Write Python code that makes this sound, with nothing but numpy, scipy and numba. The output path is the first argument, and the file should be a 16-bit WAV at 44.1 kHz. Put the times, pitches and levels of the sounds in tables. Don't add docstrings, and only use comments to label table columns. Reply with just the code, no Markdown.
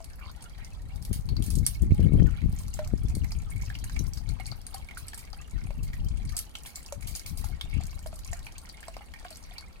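import sys
import numpy as np
from scipy import signal
from scipy.fft import rfft, irfft
from scipy.io import wavfile
from numba import njit

SR = 44100
rng = np.random.default_rng(int(sys.argv[2]) if len(sys.argv) > 2 else 0)


def store_pcm(level_fs):
    pcm = np.round(np.clip(level_fs, -1, 1) * 32767).astype(np.int16)
    wavfile.write(sys.argv[1], SR, np.atleast_2d(pcm).T)


N = 432180
TIME = np.arange(N) / SR
SPOTS = 6


def from_db(db):
    return 10 ** (np.asarray(db) / 20)


def rms_one(x):
    return x / np.sqrt(np.mean(x ** 2) + 1e-20)


def in_time(rows):
    s, *columns = np.transpose(rows)
    return [np.interp(TIME, s, column) for column in columns]


def at_hz(points, hz):
    f, value = np.transpose(points)
    return np.interp(np.log(np.maximum(hz, 1)), np.log(f), value)


def add(track, s, sound):
    end = track.shape[-1]
    i = int(np.clip(s * SR, 0, end - 1))
    track[..., i:i + sound.shape[-1]] += sound[..., :end - i]


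def drift(rate):
    step = 40
    r = np.exp(-2 * np.pi * rate * step / SR)
    white = rng.standard_normal(N // step + 2002)
    slow = signal.lfilter([1], [1, -2 * r, r * r], white)[2000:]
    return np.interp(np.arange(N) / step, np.arange(len(slow)), rms_one(slow))


def resonance(x, hz, width_hz):
    r = np.exp(-np.pi * width_hz / SR)
    zeros = np.array([1, 0, -1]) * (1 - r * r) / 2
    poles = [1, -2 * r * np.cos(2 * np.pi * hz / SR), r * r]
    return signal.lfilter(zeros, poles, x)


def coloured(x, spectrum, size=4096):
    hz = np.arange(size // 2 + 1) * SR / size
    cepstrum = irfft(np.log(from_db(at_hz(spectrum, hz))))
    cepstrum[1:size // 2] *= 2
    cepstrum[size // 2 + 1:] = 0
    return signal.oaconvolve(x, irfft(np.exp(rfft(cepstrum))))[:N]


def bubble(hz, t60, rise, snap):
    age = np.arange(int(t60 * SR) + 2) / SR
    phase = 2 * np.pi * hz * age * (1 + rise * age / t60 / 2)
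    return np.sin(phase + snap * np.pi / 2) * np.exp(-np.log(1000) * age / t60)


def swell(attack_s, length_s, release_s):
    age = np.arange(SR) / SR
    return np.minimum(age / attack_s, 1) * np.exp(-np.maximum(age - length_s, 0) / release_s)


# frequency in Hz, relative level in dB.
AIR_COLOUR = [(20, -10), (40, -0.5), (75, -2.5), (100, -25.5), (150, -11), (230, -16.5), (420, -24.5),
              (800, -24.5), (1600, -35), (4000, -47), (9000, -42), (16000, -52.5)]


def still_air(level_db):
    return from_db(level_db) * np.array([rms_one(coloured(white, AIR_COLOUR))
                                         for white in rng.standard_normal((2, N))])


@njit
def gliding_lowpass(x, pole):
    out, state = np.empty(len(x)), np.zeros(4)
    for i in range(len(x)):
        v = x[i]
        for k in range(4):
            v = state[k] = v + pole[i] * (state[k] - v)
        out[i] = v
    return out


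def buffeting(level_db, lumpy_db, corner_hz, db_per_octave, squared):
    level_db = level_db + lumpy_db * drift(19.7)
    corner = np.clip(corner_hz * 2 ** ((level_db + 9.5) / db_per_octave), 50, 500)
    pole = np.exp(-2 * np.pi * corner / SR)
    speed = rms_one(gliding_lowpass(rng.standard_normal(N) / np.sqrt(corner), pole))
    speed = 2 * np.tanh(speed / 2)
    pressure = speed + squared * (speed ** 2 - np.mean(speed ** 2))
    return from_db(level_db) * rms_one(pressure)


def shares(pan_db):
    gains = from_db(np.array([pan_db, -pan_db]) / 2)
    return gains / np.sqrt(np.mean(gains ** 2, axis=0))


# time in seconds, rumble level in dB, left over right in dB.
BREEZE_CURVE = [(0.0, -40.5, 4), (1.0, -34, 2.5), (2.65, -29.5, 0.5), (3.8, -31, 4.5), (4.55, -37.5, 12),
                (5.3, -42.5, 0), (6.1, -31, 1), (6.7, -48, 7), (7.9, -36, 6), (8.7, -43.5, 4.5),
                (9.8, -46, 4.5)]
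# start in seconds, length in seconds, rumble level in dB, left over right in dB.
GUST_EVENTS = [(1.079, 0.053, -23.5, 31), (1.237, 0.38, -22, 16.5), (1.797, .13, -19.5, -1.5),
               (1.969, 0.31, -18, 13), (2.404, 0.017, -21, 12), (2.914, 0.028, -21, 25),
               (3.02, 0.16, -22.5, 13), (3.326, 0.19, -32, 3), (3.928, 0.094, -26, 29),
               (4.151, 0.17, -29, 27), (5.507, 0.38, -30, 20), (5.97, 0.302, -29, 10), (6.95, .14, -33, 18),
               (7.25, 0.27, -30, 20), (7.627, 0.16, -27, 26), (8.03, 0.34, -38, 3)]
# start in seconds, level in dB, left over right in dB, rise constant in seconds.
EDDY_THUMPS = [(1.112, -8.5, 38, 0.00072), (1.907, -6.5, -4, 0.00098), (1.92, 0.5, -36, 0.00085),
               (1.995, -6.5, 13, 0.00057), (2.121, -9.5, 24, 0.00055), (2.223, -4, 24, 0.00052),
               (2.458, -5, 25, 0.00096), (2.937, -4.5, 36, 0.00057), (3.05, -11, 11, 0.001),
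               (3.169, -14, 15, 0.00052)]


def wind():
    breeze_db, breeze_side_db = in_time(BREEZE_CURVE)
    power = (from_db(breeze_db) * shares(breeze_side_db)) ** 2
    for s, length_s, gust_db, side_db in GUST_EVENTS:
        envelope = swell(attack_s=0.024, length_s=length_s, release_s=0.07)
        add(power, s, (from_db(gust_db) * shares(side_db)[:, None] * envelope) ** 2)
    ports = np.array([buffeting(level_db, lumpy_db=3, corner_hz=197.5, db_per_octave=22.5, squared=0.23)
                      for level_db in 10 * np.log10(power)])
    age = np.arange(SR // 20) / SR
    for s, level_db, side_db, rise in EDDY_THUMPS:
        push = (age / rise) ** 3 * np.exp(-age / rise) / 2
        add(ports, s, from_db(level_db) * shares(side_db)[:, None] * push)
    return signal.sosfilt(signal.butter(2, 31, "high", fs=SR, output="sos"), ports)


# frequency in Hz, gain in dB.
SPLASH_COLOUR = [(400, -30), (1500, -2.5), (3000, -9.5), (5000, 2.5), (7000, 2.5), (9500, 2), (12500, 1),
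                 (15500, -14.5)]


def spray(base_per_s, spread_db, clump_db, cycles, count=18):
    out, together = np.zeros((SPOTS, N)), drift(14)
    for k, hz in enumerate(np.geomspace(3000, 15500, count)):
        crowding = from_db(clump_db * (.7 * together + drift(10)))
        born = rng.random(N) < base_per_s / count * crowding / SR
        size = rng.uniform(-0.9, 1, N)[born]
        clicks = np.zeros(N)
        clicks[born] = from_db(spread_db * np.abs(size) ** 3) * np.sign(size)
        out[k % SPOTS] += from_db(at_hz(SPLASH_COLOUR, hz)) * resonance(clicks + 1e-18, hz, hz / cycles)
    return rms_one(out) / np.sqrt(SPOTS)


def ticks(colour, level_db, spread_db, contact_s, count):
    out, age = np.zeros((SPOTS, N)), np.arange(SR // 200) / SR
    for k, (when, size) in enumerate(rng.random((count, 2))):
        contact = rng.standard_normal(len(age)) * np.exp(-age / contact_s)
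        gain = from_db(level_db - spread_db * np.sqrt(size))
        add(out[k % SPOTS], (k + when) / count * N / SR, gain * contact)
    return np.array([coloured(spot, colour) for spot in out])


# pitch in Hz, gain in dB.
BUBBLE_LEVELS = [(700, -4), (1100, -3.5), (1600, -5), (2200, 2.5), (2900, -1), (4300, -4.5), (6000, -14)]


def churn(per_s, clump_db, cycles, count=12):
    out = np.zeros((SPOTS, N))
    for k, hz in enumerate(np.geomspace(950, 4600, count)):
        born = rng.random(N) < per_s / count / SR
        clicks = born * from_db(clump_db * np.tanh(drift(12.4) / 2))
        gain = from_db(at_hz(BUBBLE_LEVELS, hz)) / np.sqrt(hz)
        out[k % SPOTS] += gain * resonance(clicks + 1e-18, hz, hz / cycles)
    return rms_one(out) / np.sqrt(SPOTS)


def bubbling(spread_db, shortest_cycles, longest_cycles, count=7500):
    out = np.zeros((SPOTS, N))
    for k, (when, pitch, size, life, climb) in enumerate(rng.random((count, 5))):
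        hz = 700 * (6500 / 700) ** (pitch ** .85)
        cycles = shortest_cycles * (longest_cycles / shortest_cycles) ** life
        gain = from_db(at_hz(BUBBLE_LEVELS, hz) + spread_db * size ** 1.63) / cycles ** 0.41
        ring = bubble(hz, cycles / hz, rise=0.15 * climb, snap=0.11)
        add(out[k % SPOTS], when * N / SR, gain * ring)
    return rms_one(out) / np.sqrt(SPOTS)


# start in seconds, level in dB, pitch in Hz, length in seconds, pitch rise as a share.
CHIRP_EVENTS = [(7.615, -57, 3560, .13, .07), (7.675, -55, 2140, 0.096, .12)]


def chirps(attack_s, release_s, fade_db, waver_db):
    out, age = np.zeros((SPOTS, N)), np.arange(SR) / SR
    for k, (s, level_db, hz, length, rise) in enumerate(CHIRP_EVENTS):
        along = np.minimum(age / length, 1)
        tone = np.sin(2 * np.pi * np.cumsum(hz * (1 + rise * along)) / SR)
        envelope = from_db(level_db - fade_db * along) * swell(attack_s, length, release_s)
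        add(out[k % SPOTS], s, envelope * tone)
    return out * from_db(waver_db * drift(90))


# start in seconds, level in dB, pitch in Hz,
# length in seconds, pitch rise as a share, pitch scatter in octaves.
GURGLE_RUNS = [(0.097, -52, 1620, 0.045, -0.023, 0.28), (0.187, -44.5, 1360, 0.12, -0.15, 0.62),
               (0.216, -46, 3080, .09, 0.16, 1.44), (0.359, -54, 885, 0.064, -0.017, 0.33),
               (0.438, -50, 1365, 0.035, 0.00052, .1), (0.579, -49, 1850, 0.06, 0.46, 1),
               (2.261, -42, 1700, 0.031, -0.28, 0.35), (2.303, -46, 2140, .1, 0.067, 1.46),
               (7.728, -43, 2390, 0.055, 0.17, 0.32), (8.35, -48, 1480, 0.058, 0.19, 0.27)]


def gurgles(cycles, count=13):
    out = np.zeros((SPOTS, N))
    for k, (s, level_db, hz, length, rise, scatter) in enumerate(GURGLE_RUNS):
        for i, (late, size, detune) in enumerate(rng.random((count, 3))):
            along = (i + late) / count
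            pitch = hz * (1 + rise * along) * 2 ** (scatter * (detune - .5))
            ring = bubble(pitch, cycles / pitch, rise=0.09, snap=0)
            add(out[k % SPOTS], s + along * length, from_db(level_db - 1.3 * size) * ring)
    return out


# start in seconds, level in dB, pitch in Hz.
PLINK_DROPS = [(1.289, -33, 4300), (1.366, -34.5, 4500), (1.423, -36.5, 3200), (1.667, -37, 1730),
               (1.908, -39.5, 2270), (2.198, -39.5, 1810), (2.417, -40, 2020), (2.79, -37, 1530),
               (3.245, -36, 1950), (3.319, -33.5, 4830), (3.701, -32, 1670), (3.752, -30.5, 2860),
               (3.839, -36.5, 1660), (3.897, -35, 1610), (3.964, -30, 2240), (4.399, -36.5, 1940),
               (4.173, -33, 4900), (4.289, -37, 4300), (4.457, -34.5, 4340), (4.515, -33.5, 4550),
               (4.742, -36, 4500), (4.887, -38, 2220), (4.91, -35, 2050), (4.972, -32, 1460),
               (5.133, -33, 1700), (5.33, -36, 4900), (5.579, -40.5, 1460), (5.933, -32.5, 1900),
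               (6.291, -38, 4400), (6.553, -26.5, 2980), (6.659, -36.5, 3400), (7.025, -37, 2230),
               (7.156, -34.5, 5000), (7.26, -37, 2480), (7.611, -24, 3400), (8.331, -33.5, 1820),
               (8.467, -31.5, 2380), (8.696, -36.5, 4700), (8.829, -36, 1680), (9.138, -32.5, 1850),
               (9.248, -37.5, 1450), (9.327, -40.5, 4330), (9.582, -30, 4400)]


def plinks(cycles):
    out = np.zeros((SPOTS, N))
    climbs = rng.standard_normal(len(PLINK_DROPS))
    for k, ((s, level_db, hz), climb) in enumerate(zip(PLINK_DROPS, climbs)):
        ring = bubble(hz, cycles / hz, rise=0.05 + 0.081 * climb, snap=1.0)
        add(out[k % SPOTS], s, from_db(level_db) * ring)
    return out


# start in seconds, level in dB, pitch in Hz, time to fall 60 dB in seconds.
PLOP_DROPS = [(0.004, -40.5, 660, 0.089), (2.791, -27.5, 609, 0.14), (4.399, -37, 750, 0.046),
              (4.522, -35, 780, 0.01), (4.745, -34.5, 776, 0.13), (5.333, -40, 825, 0.04),
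              (5.706, -36, 598, 0.052), (6.924, -30, 572, 0.08), (7.442, -34.5, 870, 0.022),
              (7.805, -39, 725, 0.035), (8.061, -32.5, 626, 0.062), (8.129, -37.5, 620, 0.045),
              (8.329, -36.5, 688, 0.073), (8.883, -32, 671, 0.045), (8.967, -30, 665, 0.011),
              (9.009, -41.5, 824, 0.052), (9.251, -34, 715, 0.049), (9.31, -43.5, 630, 0.075)]


def plops(smack_db, smack_t60, froth_db, froth_s, count=7):
    out = np.zeros((SPOTS, N))
    for k, (s, level_db, hz, t60) in enumerate(PLOP_DROPS):
        spot = out[k % SPOTS]
        add(spot, s, from_db(level_db) * bubble(hz, t60, rise=0.0048, snap=1))
        add(spot, s, from_db(level_db + smack_db) * bubble(1.55 * hz, smack_t60, rise=.1, snap=0.09))
        for late, pitch in rng.random((count, 2)):
            small_hz = 2 * hz * 4 ** pitch
            froth = bubble(small_hz, 14 / small_hz, rise=.1, snap=0.067)
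            add(spot, s + froth_s * late ** 2, from_db(level_db + froth_db) * froth)
    return out


# frequency in Hz, gain in dB.
IMPACT_COLOUR = [(300, -30), (800, 9), (2000, 1), (4500, -9.5), (8000, -9.5), (15500, -15)]


def impacts(plop_db, plink_db, contact_s):
    out, age = np.zeros((SPOTS, N)), np.arange(SR // 100) / SR
    for drops, tick_db in [(PLOP_DROPS, plop_db), (PLINK_DROPS, plink_db)]:
        for k, (s, level_db, *_) in enumerate(drops):
            contact = rng.standard_normal(len(age)) * np.exp(-age / contact_s)
            add(out[k % SPOTS], s, from_db(level_db + tick_db) * contact)
    return np.array([coloured(spot, IMPACT_COLOUR) for spot in out])


# start in seconds, level in dB, brightest frequency in Hz,
# sizzle in dB relative to that level.
SLAP_DROPS = [(0.423, -36.5, 9500, -32), (0.646, -37, 6160, -24), (1.024, -35, 11100, -22),
              (1.05, -29.5, 12700, -25), (1.129, -23.5, 10800, -15.5), (1.423, -29, 9100, -18.5),
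              (1.439, -32.5, 10900, -14), (1.462, -30, 9100, -17), (1.503, -25, 10300, -18),
              (1.553, -26, 8850, -22.5), (1.664, -12.5, 9200, -28), (1.67, -21, 10600, -43),
              (2.587, -37, 7500, -12), (2.739, -27.5, 7750, -23), (3.084, -38.5, 6040, -19),
              (3.151, -27, 8450, -28), (3.321, -35.5, 5600, -34), (3.387, -40.5, 6700, -34),
              (3.841, -29, 8800, -25), (3.991, -27, 6000, -29), (4.134, -33, 6300, -18),
              (4.29, -35, 8500, -29), (4.465, -29.5, 9700, -28), (4.666, -28.5, 9000, -41),
              (4.744, -27, 9700, -35), (4.976, -33, 9600, -12.5), (5.082, -29.5, 8000, -29),
              (5.144, -29.5, 9150, -35), (5.176, -37, 7800, -10), (5.191, -36, 9000, -22),
              (5.831, -35.5, 8550, -15.5), (6.293, -37, 5460, -30), (6.366, -21, 8400, -18.5),
              (6.377, -21.5, 8850, -38), (6.389, -18, 11300, -30), (6.554, -37.5, 5800, -19),
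              (6.66, -35.5, 10900, -9.5), (6.757, -28, 7900, -19), (6.861, -39, 5600, -20),
              (6.923, -31.5, 6660, -40), (7.071, -36, 11000, -4), (7.151, -25, 6350, -30),
              (7.159, -23.5, 9400, -20), (7.262, -33, 6860, -8), (7.373, -31, 9400, -12),
              (7.443, -29.5, 11300, -18), (8.063, -40, 7900, -39), (8.331, -31.5, 7140, -42),
              (8.581, -30, 7900, -42), (8.805, -40, 8650, -33), (8.881, -39, 7700, -31),
              (9.305, -34.5, 8600, -21), (9.37, -35, 8050, -26)]
# frequency in Hz, gain in dB.
SIZZLE_COLOUR = [(1500, -12), (4000, -5.5), (7000, -7), (11000, -2.5), (15500, -8.5)]


def slaps(snap_db, crack_s, burst_s, burst_db, focus_db, sizzle_s):
    cracks, mist = np.zeros((2, SPOTS, N))
    age = np.arange(SR // 6) / SR
    for k, (s, level_db, hz, sizzle_db) in enumerate(SLAP_DROPS):
        film, drops = rng.standard_normal((2, len(age)))
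        decay = np.exp(-age / crack_s) + from_db(burst_db) * np.exp(-age / burst_s)
        crack = film * (1 - np.exp(-age / crack_s)) * decay
        add(crack, crack_s, from_db(snap_db) * bubble(hz, t60=3 / hz, rise=0, snap=0.93))
        crack = crack + from_db(focus_db) * resonance(crack, hz, width_hz=1550)
        sizzle = drops * np.abs(drops) * np.exp(-age / sizzle_s)
        add(cracks[k % SPOTS], s, from_db(level_db) * crack)
        add(mist[k % SPOTS], s, from_db(level_db + sizzle_db) * sizzle)
    return np.array([coloured(crack, SPLASH_COLOUR) + coloured(sizzle, SIZZLE_COLOUR)
                     for crack, sizzle in zip(cracks, mist)])


# time in seconds, bubbling level in dB, spray level in dB.
JET_CURVE = [(0.0, -72, -62), (0.41, -59.5, -67.5), (1.39, -67, -71.5), (1.58, -67.5, -57),
             (2.05, -60, -67.5), (3.93, -59, -61.5), (4.42, -62, -66.5), (5.1, -57, -63.5),
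             (5.43, -62.5, -68), (6.85, -60, -62), (7.31, -61, -59.5), (7.59, -57.5, -65),
             (8.0, -61.5, -57.5), (9.09, -57.5, -70), (9.47, -56.5, -61), (9.8, -60.5, -68)]


def patter(shower_db, lead_s, attack_s, release_s):
    steady_db, spray_db = in_time(JET_CURVE)
    power = from_db(steady_db) ** 2
    shower = from_db(shower_db) * swell(attack_s, attack_s, release_s)
    for s, *_ in [*PLINK_DROPS, *GURGLE_RUNS]:
        add(power, s - lead_s, shower ** 2)
    return 10 * np.log10(power), spray_db


def porch(spots, early_db, early_t60, tail_db, tail_t60, bass_loss):
    age = np.arange(SR // 4) / SR
    port_lag_s = 6 / SR
    direct = np.sinc((age - [[0], [port_lag_s]]) * SR)
    out = 0
    for spot in spots:
        echoes = 0
        for level_db, t60, start_s in [(early_db, early_t60, .0003), (tail_db, tail_t60, .004)]:
            decay = np.exp(-np.log(1000) * age / t60) * (age > start_s)
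            scatter = rng.standard_normal(direct.shape) * decay
            echoes = echoes + from_db(level_db) * rms_one(scatter) / np.sqrt(len(age))
        dull = signal.sosfilt(signal.butter(1, 2500, fs=SR, output="sos"), echoes)
        response = direct + echoes - bass_loss * dull
        out = out + signal.oaconvolve(spot[None], response, axes=1)[:, :N]
    return out


def scene():
    bubbling_db, spray_db = patter(shower_db=-64, lead_s=0.03, attack_s=0.04, release_s=0.045)
    surge_db = 2.2 * drift(7.0)
    spray_gain, bubbling_gain = from_db(spray_db), from_db(bubbling_db)
    water = from_db(spray_db + surge_db - 3.5) * spray(base_per_s=770, spread_db=36.5, clump_db=3, cycles=6.6)
    water += spray_gain * ticks(SPLASH_COLOUR, level_db=34.5, spread_db=10, contact_s=0.00013, count=150)
    water += bubbling_gain * ticks(IMPACT_COLOUR, level_db=17.5, spread_db=30, contact_s=0.0016, count=110)
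    water += from_db(bubbling_db - 12.5) * churn(per_s=3700, clump_db=20, cycles=7.3)
    patter_rings = bubbling(spread_db=30.5, shortest_cycles=6.0, longest_cycles=130)
    water += from_db(bubbling_db + surge_db - 2) * patter_rings
    water += chirps(attack_s=0.012, release_s=0.0092, fade_db=14, waver_db=1)
    water += gurgles(cycles=28) + plinks(cycles=28.6)
    water += plops(smack_db=-8.5, smack_t60=0.019, froth_db=-24.5, froth_s=0.019)
    water += impacts(plop_db=-12.0, plink_db=-7, contact_s=0.0028)
    water += slaps(snap_db=1.5, crack_s=.0007, burst_s=0.001, burst_db=-23.5, focus_db=4.0, sizzle_s=0.026)
    water = porch(water, early_db=5.5, early_t60=0.021, tail_db=0.5, tail_t60=0.13, bass_loss=0.72)
    sides_db = [[-3.3], [-1.3]]
    return water * from_db(sides_db) + wind() + still_air(level_db=-50)


# frequency in Hz, width in Hz, boost (or cut, if negative) in dB.
PORT_MODES = [
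    [(900, 130, -2.5), (4460, 340, 9.5), (9150, 880, 4.5)],
    [(2234, 123, 8), (3900, 170, 3.5), (9700, 610, -1.5)],
]


def record(dry):
    sides = []
    for x, modes in zip(dry, PORT_MODES):
        colour = sum((from_db(db) - 1) * resonance(x, hz, width) for hz, width, db in modes)
        sides.append(x + colour)
    return signal.sosfilt(signal.ellip(10, .2, 80, 16000, fs=SR, output="sos"), sides)


dry = scene()
out = record(dry)
store_pcm(out)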